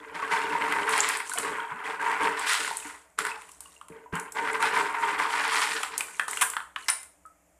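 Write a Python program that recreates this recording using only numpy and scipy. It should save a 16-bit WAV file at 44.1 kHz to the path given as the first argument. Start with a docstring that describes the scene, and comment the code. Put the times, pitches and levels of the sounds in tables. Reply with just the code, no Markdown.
"""Stirring hard pieces in a bucket of water

A hand stirs small hard pieces round in a plastic bucket of water, in a walled yard at night.
Each stroke sets random contacts churning on the bucket's resonances, among gurgling bubbles and splashes.
Pieces click as short noise bursts; drops, drips and an air pocket ring as bubbles of rising pitch.
Near the end a handful falls back with a slap, a knock on the rim and a thin ring follow, and a drop falls.
Diffuse echo surrounds it all, over filtered-noise night air."""
import sys
import numpy as np
from scipy import signal
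from scipy.fft import rfft, irfft
from scipy.io import wavfile
from scipy.ndimage import uniform_filter1d

SR = 44100
rng = np.random.default_rng(int(sys.argv[2]) if len(sys.argv) > 2 else 0)


def unload_audio(sound):
    """Save the sound as a 16-bit wav file, at the path given as the first command line argument."""
    columns = np.transpose(np.atleast_2d(sound))
    # keep every value between -1 and 1, then stretch to whole-number steps
    steps = np.round(np.clip(columns, -1, 1) * 32767)
    wavfile.write(sys.argv[1], SR, steps.astype(np.int16))


N = 334719
TIME = np.arange(N) / SR

# Water running off the lifted hand. Each row: start in seconds, length in seconds, splash level in dB
# (before the splash's own trim).
RUNOFF = [(1.253, 0.17, -40), (2.696, 0.19, -44), (3.366, .17, -54.5), (3.601, 0.14, -55),
          (6.036, 0.18, -46.5), (6.274, 0.17, -37.5), (6.487, 0.051, -55), (6.776, 0.2, -50)]
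# Spectrum of a bright tick. Each row: frequency in Hz, relative level in dB per Hz.
TICK_SPECTRUM = [(2000, -15), (4000, -6.5), (6000, -2.5), (7300, 3), (9500, 11), (11500, 0.5),
                 (14500, -7.5)]
# Spectrum of a dull clack. Each row: frequency in Hz, relative level in dB per Hz.
CLACK_SPECTRUM = [(200, -20.5), (450, -15), (600, -17), (1000, 2.5), (1600, -0.5), (2200, -1.5), (3200, -5),
                  (5000, -19), (8000, -32.5)]


def from_db(db):
    """Amplitude ratio of a level: twenty decibels per factor of ten."""
    return 10 ** (np.asarray(db) / 20)


def to_db(power):
    """Level of a power: ten decibels per factor of ten."""
    return 10 * np.log10(power + 1e-12)


def rms_one(x):
    """Normalise by the root of the mean power."""
    return x / np.sqrt(np.mean(x ** 2) + 1e-20)


def peak_one(x):
    """Normalise by the greatest excursion."""
    return x / np.max(np.abs(x))


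def steady(x, size=4000):
    """Divide by the running rms over about a tenth of a second, leaving the quick grain."""
    return x / np.sqrt(np.abs(uniform_filter1d(x * x, size)) + 1e-12)


def fade(t, t60):
    """Exponential decay: the amplitude falls by 60 dB in t60 seconds."""
    return np.exp(-np.log(1000) * t / t60)


def add(out, s, sound):
    """Superposition: mix a sound in, starting at s seconds."""
    i = max(round(s * SR), 0)
    out[i:i + len(sound)] += sound[:N - i]


def at_hz(points, hz):
    """Interpolate a spectrum in dB along a logarithmic frequency axis."""
    freqs, levels = np.transpose(points)
    return np.interp(np.log(hz + 1), np.log(freqs), levels)


def colour(x, spectrum):
    """Minimum-phase filtering with unit-energy response: folding the cepstrum makes it causal."""
    size = 2048
    hz = np.arange(size // 2 + 1) * SR / size + 1
    gain = from_db(at_hz(spectrum, hz))
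    # both ends of the spectrum fall away
    gain = gain / (1 + (spectrum[0][0] / hz / 2) ** 2) / (1 + (hz / spectrum[-1][0] / 2) ** 2)
    cepstrum = irfft(np.log(gain + 1e-6))
    cepstrum[1:size // 2] *= 2
    cepstrum[size // 2 + 1:] = 0
    response = irfft(np.exp(rfft(cepstrum)))
    return signal.oaconvolve(x, response / np.linalg.norm(response))[:len(x)]


def resonate(x, modes):
    """Modal synthesis: parallel two-pole resonances (Hz, width in Hz, dB) with alternating signs."""
    out = 0
    for k, (hz, width, db) in enumerate(modes):
        r = np.exp(-np.pi * width / SR)
        poles = [1, -2 * r * np.cos(2 * np.pi * hz / SR), r * r]
        mode = (1 - r * r) / 2 * signal.lfilter([1, 0, -1], poles, x + 1e-18)
        out = out + (-1) ** k * from_db(db) * mode
    return out


def drift(rate):
    """Slow random modulation of unit rms: noise through a double pole, computed every 40 samples."""
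    step = 40
    r = np.exp(-2 * np.pi * rate * step / SR)
    noise = rng.standard_normal(N // step + 2002)
    slow = signal.lfilter([1], [1, -2 * r, r * r], noise)[2000:]  # skip the settling
    return np.interp(np.arange(N) / step, np.arange(len(slow)), rms_one(slow))


def grains(per_s, spread_db):
    """Random impacts: independent chances at a mean rate, with uneven sizes and either sign."""
    sizes = from_db(spread_db * np.minimum(rng.exponential(1, N), 4))
    return sizes * rng.choice([-1, 1], N) * (rng.random(N) < per_s / SR)


def burst(crack_t60, tail_db, tail_t60, size=6000):
    """An impact and its scatter: noise of unit energy under a quick and a slow decay."""
    t = TIME[:size]
    envelope = fade(t, crack_t60) + from_db(tail_db) * fade(t, tail_t60)
    sound = rng.standard_normal(size) * envelope
    return sound / np.linalg.norm(sound)


def bubble(hz, t60, rise, size=6000):
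    """Bubble resonance: it swells within a cycle, and its pitch climbs by the share `rise` per t60."""
    t = TIME[:size]
    tone = np.sin(2 * np.pi * hz * t * (1 + rise * np.minimum(t / t60, 2) / 2))
    return tone * fade(t, t60) * (1 - np.exp(-(2 * hz * t) ** 2))


def night_air():
    """Broadband and narrowband noise: a distant hiss over a low drone from resonant filters."""
    # Hiss spectrum. Each row: frequency in Hz, relative level in dB per Hz.
    hiss_spectrum = [(60, -17), (120, -24.5), (420, -17.5), (850, -17), (2300, -19), (4000, -35.5),
                     (5800, -27.5), (7000, -18), (14000, -28)]
    # Drone resonances. Each row: frequency in Hz, width in Hz, relative level in dB.
    drone_modes = [(62.4, 13, -1.5), (175, 11, -5), (297, 26, -8.5), (624, 130, -9)]
    hiss = from_db(-68.5) * colour(rng.standard_normal(N), hiss_spectrum)
    drone = 0
    for hz, width, db in drone_modes:
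        band = resonate(rng.standard_normal(N), [(hz, width, db)])
        drone = drone + resonate(band, [(hz, 4 * width, 0)])
    return hiss + from_db(-67.5) * rms_one(drone)


def swell(start, length, attack_s, fall_db_per_s, build_db=0):
    """Power envelope: linear amplitude rise, a hold that grows by build_db, then an even fall in dB."""
    t = TIME - start
    growth_db = build_db * (np.clip(t / length, 0, 1) - .5)
    fall_db = fall_db_per_s * np.clip(t - length, 0, 2)
    return (np.clip(t / attack_s, 0, 1) * from_db(growth_db - fall_db)) ** 2


def movements():
    """Shared excitation: each movement yields churn power, surfacing, push and splash in dB over churn."""
    # Strokes of the hand through the pieces. Each row: start in seconds, length in seconds,
    # churn level in dB, push on the bucket in dB (both before their layers' trims),
    # surfacing from 0 (deep under water) to 1 (in the open).
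    strokes = [(-.03, 0.18, -47, -49, 0.19), (0.131, 0.25, -35, -44, .22), (0.298, 0.037, -26, -37.5, 0.33),
               (0.402, 0.17, -32, -38.5, 0.21), (0.592, 0.31, -29.5, -38, 0.23),
               (0.889, .11, -26.5, -40.5, 0.56), (1.015, 0.12, -30.5, -46.5, .53),
               (1.362, 0.037, -35, -38.5, 0.5), (1.426, 0.076, -33.5, -37.5, 0.25),
               (1.522, 0.078, -34, -49, 0.033), (1.65, .15, -39, -54.5, 0.031),
               (1.832, 0.054, -31, -42.5, 0.18), (1.99, .14, -28, -41.5, .15),
               (2.189, 0.068, -25, -34, 0.2), (2.358, 0.11, -32, -47.5, 0.44),
               (2.456, 0.071, -26, -67, 0.78), (2.576, 0.068, -33, -44.5, 0.8),
               (2.836, 0.024, -40, -55, 0.36), (3.175, 0.014, -34.5, -38, 0.59),
               (3.233, 0.017, -33, -50, 0.35), (3.89, 0.073, -53, -49, 0.15),
               (4.122, 0.02, -32, -40.5, 0.087), (4.174, 0.018, -45, -58, 0.13),
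               (4.341, 0.21, -31, -38.5, 0.21), (4.589, 0.063, -25.5, -37.5, 0.34),
               (4.722, 0.085, -25.5, -35.5, 0.31), (4.884, 0.1, -32.5, -52, 0.09),
               (4.98, .13, -28.5, -41, 0.24), (5.17, 0.055, -26.5, -39.5, 0.27),
               (5.282, .22, -28.5, -45, 0.43), (5.504, 0.13, -27, -45.5, 0.69),
               (5.68, 0.07, -33, -44, 0.72), (5.784, 0.015, -35, -63, 0.63), (5.894, 0.1, -41, -51, 0.49)]
    # a stroke gathers force as it goes, then the load settles
    stroke_attack_s, stroke_build_db, settle_db_per_s = 0.02, 1.5, 126
    # splash over churn: for a deep stroke, and what is gained in the open
    deep_splash_db, open_gain_db = -21.5, 23.5
    for start, length, churn_db, push_db, surfacing in strokes:
        shape = swell(start, length, stroke_attack_s, settle_db_per_s, stroke_build_db)
        power = from_db(churn_db) ** 2 * shape
        yield power, surfacing, push_db - churn_db, deep_splash_db + open_gain_db * surfacing

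    # falling water stirs the load a little: churn and push relative to its splash
    runoff_churn_db, runoff_push_db, runoff_surfacing = -10.5, -16, 0.22
    for start, length, splash_db in RUNOFF:
        shape = swell(start, length, attack_s=0.011, fall_db_per_s=126.5)
        power = from_db(splash_db + runoff_churn_db) ** 2 * shape
        yield power, runoff_surfacing, runoff_push_db - runoff_churn_db, -runoff_churn_db


def agitation():
    """Incoherent addition: powers sum to churn, push and splash in dB; surfacing is weighted by churn."""
    churned, pushed, splashed, surfaced = np.zeros((4, N))
    for power, surfacing, push_db, splash_db in movements():
        churned += power
        pushed += power * from_db(push_db) ** 2
        splashed += power * from_db(splash_db) ** 2
        surfaced += power * surfacing
    surfacing = np.clip(surfaced / (churned + 1e-20), 0, 1)
    return to_db(churned), to_db(pushed), to_db(splashed), surfacing


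def churn(level_db, surfacing):
    """Impacts on a resonant wall: deep pieces sound muffled and ring it; shallow ones rattle openly."""
    # Resonances of the wall under water. Each row: frequency in Hz, width in Hz, relative level in dB.
    wall_modes = [(750, 45, -11.5), (917.4, 36, 4), (1080, 220, -5.5), (1490, 120, -4), (1606, 41, 0)]
    # Spectrum of the muffled contacts. Each row: frequency in Hz, relative level in dB per Hz.
    muffled_spectrum = [(500, -27.5), (750, -5.5), (1000, 6), (1300, -1.5), (2100, 4), (2700, -6.5),
                        (4000, -21.5), (6000, -29)]
    # Spectrum of the open rattle. Each row: frequency in Hz, relative level in dB per Hz.
    rattle_spectrum = [(700, -23), (1100, 5.5), (1700, 6), (3100, 2.5), (4200, 0.5), (5500, -2.5),
                       (8000, -29)]
    clumps = from_db(3.34 * drift(26))
    wall = resonate(grains(500, spread_db=0.5) * clumps, wall_modes)
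    wall = signal.sosfilt(signal.butter(2, [700, 2400], "band", fs=SR, output="sos"), wall)
    muffled = colour(grains(1100, spread_db=3.5) * clumps, muffled_spectrum)
    rattle = colour(grains(1100, spread_db=3.0) * clumps, rattle_spectrum)
    deep = 1 - surfacing
    load = 1.4 * deep ** 2 * rms_one(wall)
    load = load + np.sqrt(deep) * rms_one(muffled) + surfacing * rms_one(rattle)
    return from_db(level_db - 1.0) * steady(load)


def gurgle(level_db, count=2200):
    """Entrained air: many small bubbles at random times, each ringing some tens of cycles."""
    out = np.zeros(N)
    for when, pitch, weakness, life in rng.random((count, 4)):
        hz = 840 * 4.1 ** pitch
        t60 = (28 + 45 * life) / hz
        ring = bubble(hz, t60, rise=.08, size=3000)
        add(out, when * N / SR, from_db(-18 * weakness - 5 * pitch) * ring)
    out = signal.sosfilt(signal.butter(2, 750, "high", fs=SR, output="sos"), out)
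    return from_db(level_db - 6) * steady(out)


def bucket(level_db):
    """Low modes under random impacts: the load drums on the bottom and the air above the water."""
    # Low resonances of the bucket. Each row: frequency in Hz, width in Hz, relative level in dB.
    low_modes = [(84, 52, -22), (173, 16, -12), (296.8, 37, -6), (411.1, 17.5, 1), (445.4, 20.4, 3),
                 (615.4, 21, -6)]
    drumming = resonate(grains(700, spread_db=3.0), low_modes)
    drumming = signal.sosfilt(signal.butter(2, [60, 680], "band", fs=SR, output="sos"), drumming)
    return from_db(level_db - 3.0) * steady(drumming)


def splash(level_db):
    """Droplet impacts and bubble resonance: spray and fizz both come thicker as the splash grows."""
    # Spectrum of the spray and fizz. Each row: frequency in Hz, relative level in dB per Hz.
    spray_spectrum = [(1500, -5), (3000, -2.5), (5000, -5), (6300, 0.5), (7200, 4.5), (9500, 5),
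                      (11000, -5), (14000, -18)]
    per_s = 1500 * from_db(.5 * (level_db + 39.5))
    spray = colour(grains(2 * per_s, spread_db=3.5), spray_spectrum)
    # each bubble birth is dealt to one of 24 pitches
    births, dealt = grains(per_s / 2, spread_db=4.0), rng.integers(0, 24, N)
    fizz = 0
    for k, hz in enumerate(np.geomspace(2500, 12000, 24)):
        mode = (hz, hz / 24, at_hz(spray_spectrum, hz))
        fizz = fizz + resonate(births * (dealt == k), [mode])
    return from_db(level_db - 4.0) * steady(rms_one(spray) + from_db(-4.5) * rms_one(fizz))


def drops():
    """Bubble resonance: drops and pinched-off air each leave one ringing bubble."""
    # Drops and single bubbles. Each row: start in seconds, initial pitch in Hz, level in dB, t60 in seconds.
    single_bubbles = [(.227, 1100, -17.5, 0.043), (.552, 950, -19.5, 0.073), (1.317, 1490, -23, 0.032),
                      (1.356, 706, -32.5, 0.083), (1.377, 2990, -25.5, 0.042), (2.711, 900, -21, 0.043),
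                      (2.852, 298, -39.5, 0.16), (2.898, 1950, -33, 0.014), (3.316, 2570, -26, 0.031),
                      (3.365, 844, -39, .1), (3.657, 1100, -41, 0.038), (3.658, 2850, -44.5, .05),
                      (3.764, 2790, -46, 0.037), (4.06, 970, -37.5, 0.057), (6.197, 2020, -29, 0.033),
                      (6.428, 1593, -20, 0.1), (6.76, 2950, -31.5, 0.06), (7.253, 1277, -40, 0.11)]
    out = np.zeros(N)
    for s, hz, db, t60 in single_bubbles:
        add(out, s, from_db(db) * bubble(hz, t60, rise=0.031))
    return out


def clicks():
    """Impact resonance: each contact pairs a bright tick with a dull clack at a pitch of its own."""
    # Clicks of pieces, loud and faint, and the tick of a falling drop. Each row: start in seconds,
    # bright tick peak in dB, dull clack peak in dB, clack pitch in Hz.
    contact_clicks = [(0.6214, -43, -17, 2120), (0.7235, -26, -14.5, 1970), (0.8929, -20, -22, 966),
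                      (0.9272, -22, -32, 955), (0.9781, -15, -18.5, 888), (1.0885, -14, -33, 907),
                      (1.1713, -20, -42, 1780), (1.2024, -33, -20, 1860), (1.2958, -20, -27.5, 940),
                      (1.336, -17.5, -26, 942), (1.3752, -36, -22, 3200), (1.3852, -13, -25, 1390),
                      (2.1149, -31.5, -23.5, 940), (2.394, -23.5, -26, 960), (2.5331, -17, -30, 1510),
                      (2.6476, -34, -19, 1490), (2.6769, -23, -22, 1100), (2.77, -13.5, -49, 1020),
                      (3.1879, -15.5, -12, 1500), (3.251, -22, -17, 1420), (3.267, -25, -20, 1480),
                      (3.419, -37, -38, 1680), (3.491, -37, -42, 1030), (3.5163, -35, -69, 1680),
                      (3.6059, -26.5, -42.5, 950), (3.8127, -42, -33, 1140), (3.884, -37.5, -40.5, 1020),
                      (4.154, -25.5, -23.5, 920), (4.1979, -21, -38, 937), (4.3216, -26, -59.5, 1230),
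                      (4.531, -26, -37, 1200), (4.6259, -22, -11, 1560), (4.655, -39, -16, 1120),
                      (5.832, -19, -17, 930), (5.9787, -12.5, -60.5, 958), (6.0071, -19.5, -16.5, 2370),
                      (6.1958, -23, -10.5, 1720), (6.2809, -21, -21.5, 1270), (6.3112, -17.5, -32, 1770),
                      (6.331, -31.5, -19.5, 2020), (6.372, -22.5, -18.5, 2850),
                      (6.5006, -18.5, -43.5, 1490), (6.535, -40.5, -22.5, 1560), (6.567, -27, -13.5, 1460),
                      (6.603, -52, -26, 1260), (6.761, -38.5, -19, 1180), (7.0307, -29.5, -39, 3860),
                      (7.2606, -45.5, -63, 1240)]
    out = np.zeros(N)
    for s, tick_db, clack_db, hz in contact_clicks:
        tick = burst(crack_t60=.012, tail_db=-15, tail_t60=.07)
        tick = tick + resonate(tick, [(rng.uniform(6500, 8200), 1200, 2)])
        add(out, s, from_db(tick_db) * peak_one(colour(tick, TICK_SPECTRUM)))
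        clack = burst(crack_t60=.013, tail_db=-14, tail_t60=.09)
        clack = clack + resonate(clack, [(hz, 240, 8), (1.62 * hz, 300, 3)])
        add(out, s, from_db(clack_db) * peak_one(colour(clack, CLACK_SPECTRUM)))
    return out


def chinks():
    """Cascaded resonance: a small hard piece rebounds with a thin, high ring."""
    # Thinly ringing pieces. Each row: start in seconds, pitch in Hz, peak in dB,
    # t60 in seconds of the scatter that drives the ring.
    thin_rings = [(1.0042, 7030, -8.5, 0.026), (6.9, 9560, -11, 0.17)]
    out = np.zeros(N)
    for s, hz, db, t60 in thin_rings:
        contact = burst(crack_t60=0.012, tail_db=-17.5, tail_t60=t60, size=14000)
        ring = resonate(contact, [(hz, 700, 0)])
        add(out, s, from_db(db) * peak_one(resonate(ring, [(hz, 1500, 0)])))
    return out


def drips(count=24):
    """Poisson arrivals: drips fall at random off the hand; each traps one small ringing bubble."""
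    per_s, over_splash_db, spread_db = 37, 5.5, 3.5
    low_hz, high_hz, cycles = 1100, 5160, 65  # cycles of ringing in one t60
    out = np.zeros(N)
    for start, length, splash_db in RUNOFF:
        gaps, pitches, sizes = rng.exponential(1, count), rng.random(count), rng.standard_normal(count)
        for delay, pitch, size in zip(np.cumsum(gaps) / per_s, pitches, sizes):
            if delay < length:
                hz = low_hz * (high_hz / low_hz) ** pitch
                level_db = splash_db + over_splash_db + spread_db * size
                add(out, start + delay, from_db(level_db) * bubble(hz, cycles / hz, rise=0.074))
    return out


def gulp(s, hz, level_db):
    """Large-bubble resonance: a pocket of air rolls up past the hand and climbs steeply in pitch."""
    out = np.zeros(N)
    add(out, s, from_db(level_db) * bubble(hz, t60=0.28, rise=7.5, size=9000))
    return out


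def bumps():
    """Impulse excitation of low modes: the bucket is nudged and booms briefly."""
    # Soft bumps against the bucket. Each row: start in seconds, peak in dB.
    nudges = [(3.9, -38), (4.127, -27)]
    out = np.zeros(N)
    for s, db in nudges:
        push = burst(crack_t60=.03, tail_db=-17, tail_t60=.13, size=12000)
        boom = resonate(push, [(85.0, 52, -0.5), (171, 19, 9), (248, 77, -2), (443, 28, -2.5)])
        add(out, s, from_db(db) * peak_one(boom))
    return out


def plunge(s, lasts_s, spray_db, slap_db, size=8000):
    """Dense random impacts: a clump falls back in a quick run of slaps under a sheet of spray."""
    out, t = np.zeros(N), TIME[:size]
    growth = .5 + .5 * np.minimum(t / lasts_s, 1)
    shape = fade(np.maximum(t - lasts_s, 0), t60=0.062) * growth
    spray = colour(rms_one(grains(6000, spread_db=1.0)[:size]) * shape, TICK_SPECTRUM)
    slap = colour(rms_one(grains(2700, spread_db=2.0)[:size]) * shape, CLACK_SPECTRUM)
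    add(out, s, from_db(spray_db) * spray + from_db(slap_db) * slap)
    return out


def knock(s, peak_db):
    """Impact on damped modes: a hard blow chatters on the rim."""
    # Resonances of the knocked rim. Each row: frequency in Hz, width in Hz, relative level in dB.
    rim_modes = [(1020, 310, -2), (1610, 400, 0), (2150, 270, 2), (3010, 290, -3.5), (3820, 300, -5),
                 (5320, 390, -2.5), (6100, 310, -2.5), (8300, 2100, -8.5)]
    out = np.zeros(N)
    blow = burst(crack_t60=.08, tail_db=-20, tail_t60=.2, size=10000)
    add(out, s, from_db(peak_db) * peak_one(resonate(blow, rim_modes)))
    return out


def yard(x, t60, wet_db, size=30000):
    """Diffuse reverberation: nearby walls return a short tail of decaying noise."""
    # Spectrum of the yard's echo. Each row: frequency in Hz, relative level in dB.
    echo_spectrum = [(100, -9.5), (500, 2.5), (1500, -1.5), (3000, -5.5), (4200, -4), (6100, -7.5),
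                     (7100, -3), (8200, 1.5), (9600, -1.5), (11000, -0.5), (14000, 2)]
    t = TIME[:size]
    onset = 1 - np.exp(-t / 0.0069)
    tail = rng.standard_normal(size) * fade(t, t60) * onset
    echo = signal.oaconvolve(x, tail / np.linalg.norm(tail))[:N]
    return x + from_db(wet_db) * colour(echo, echo_spectrum)


def scene():
    """Superposition: stirring, contacts and water share the yard's echo; the night air is added dry."""
    churn_db, push_db, splash_db, surfacing = agitation()
    stirring = churn(churn_db, surfacing) + gurgle(churn_db - 1.5)
    stirring = stirring + bucket(push_db) + splash(splash_db)
    contacts = clicks() + chinks() + bumps() + knock(6.8835, peak_db=-9)
    water = drops() + drips() + gulp(1.715, hz=107.7, level_db=-44)
    water = water + plunge(6.411, lasts_s=0.011, spray_db=-19.0, slap_db=-20.5)
    return (yard(stirring + contacts + water, t60=0.33, wet_db=-5.5) + night_air())[None]


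def record(dry):
    """Elliptic low-pass filtering: the treble is cut steeply above 14500 Hz."""
    return signal.sosfilt(signal.ellip(10, .2, 80, 14500, fs=SR, output="sos"), dry)


dry = scene()
out = record(dry)
unload_audio(out)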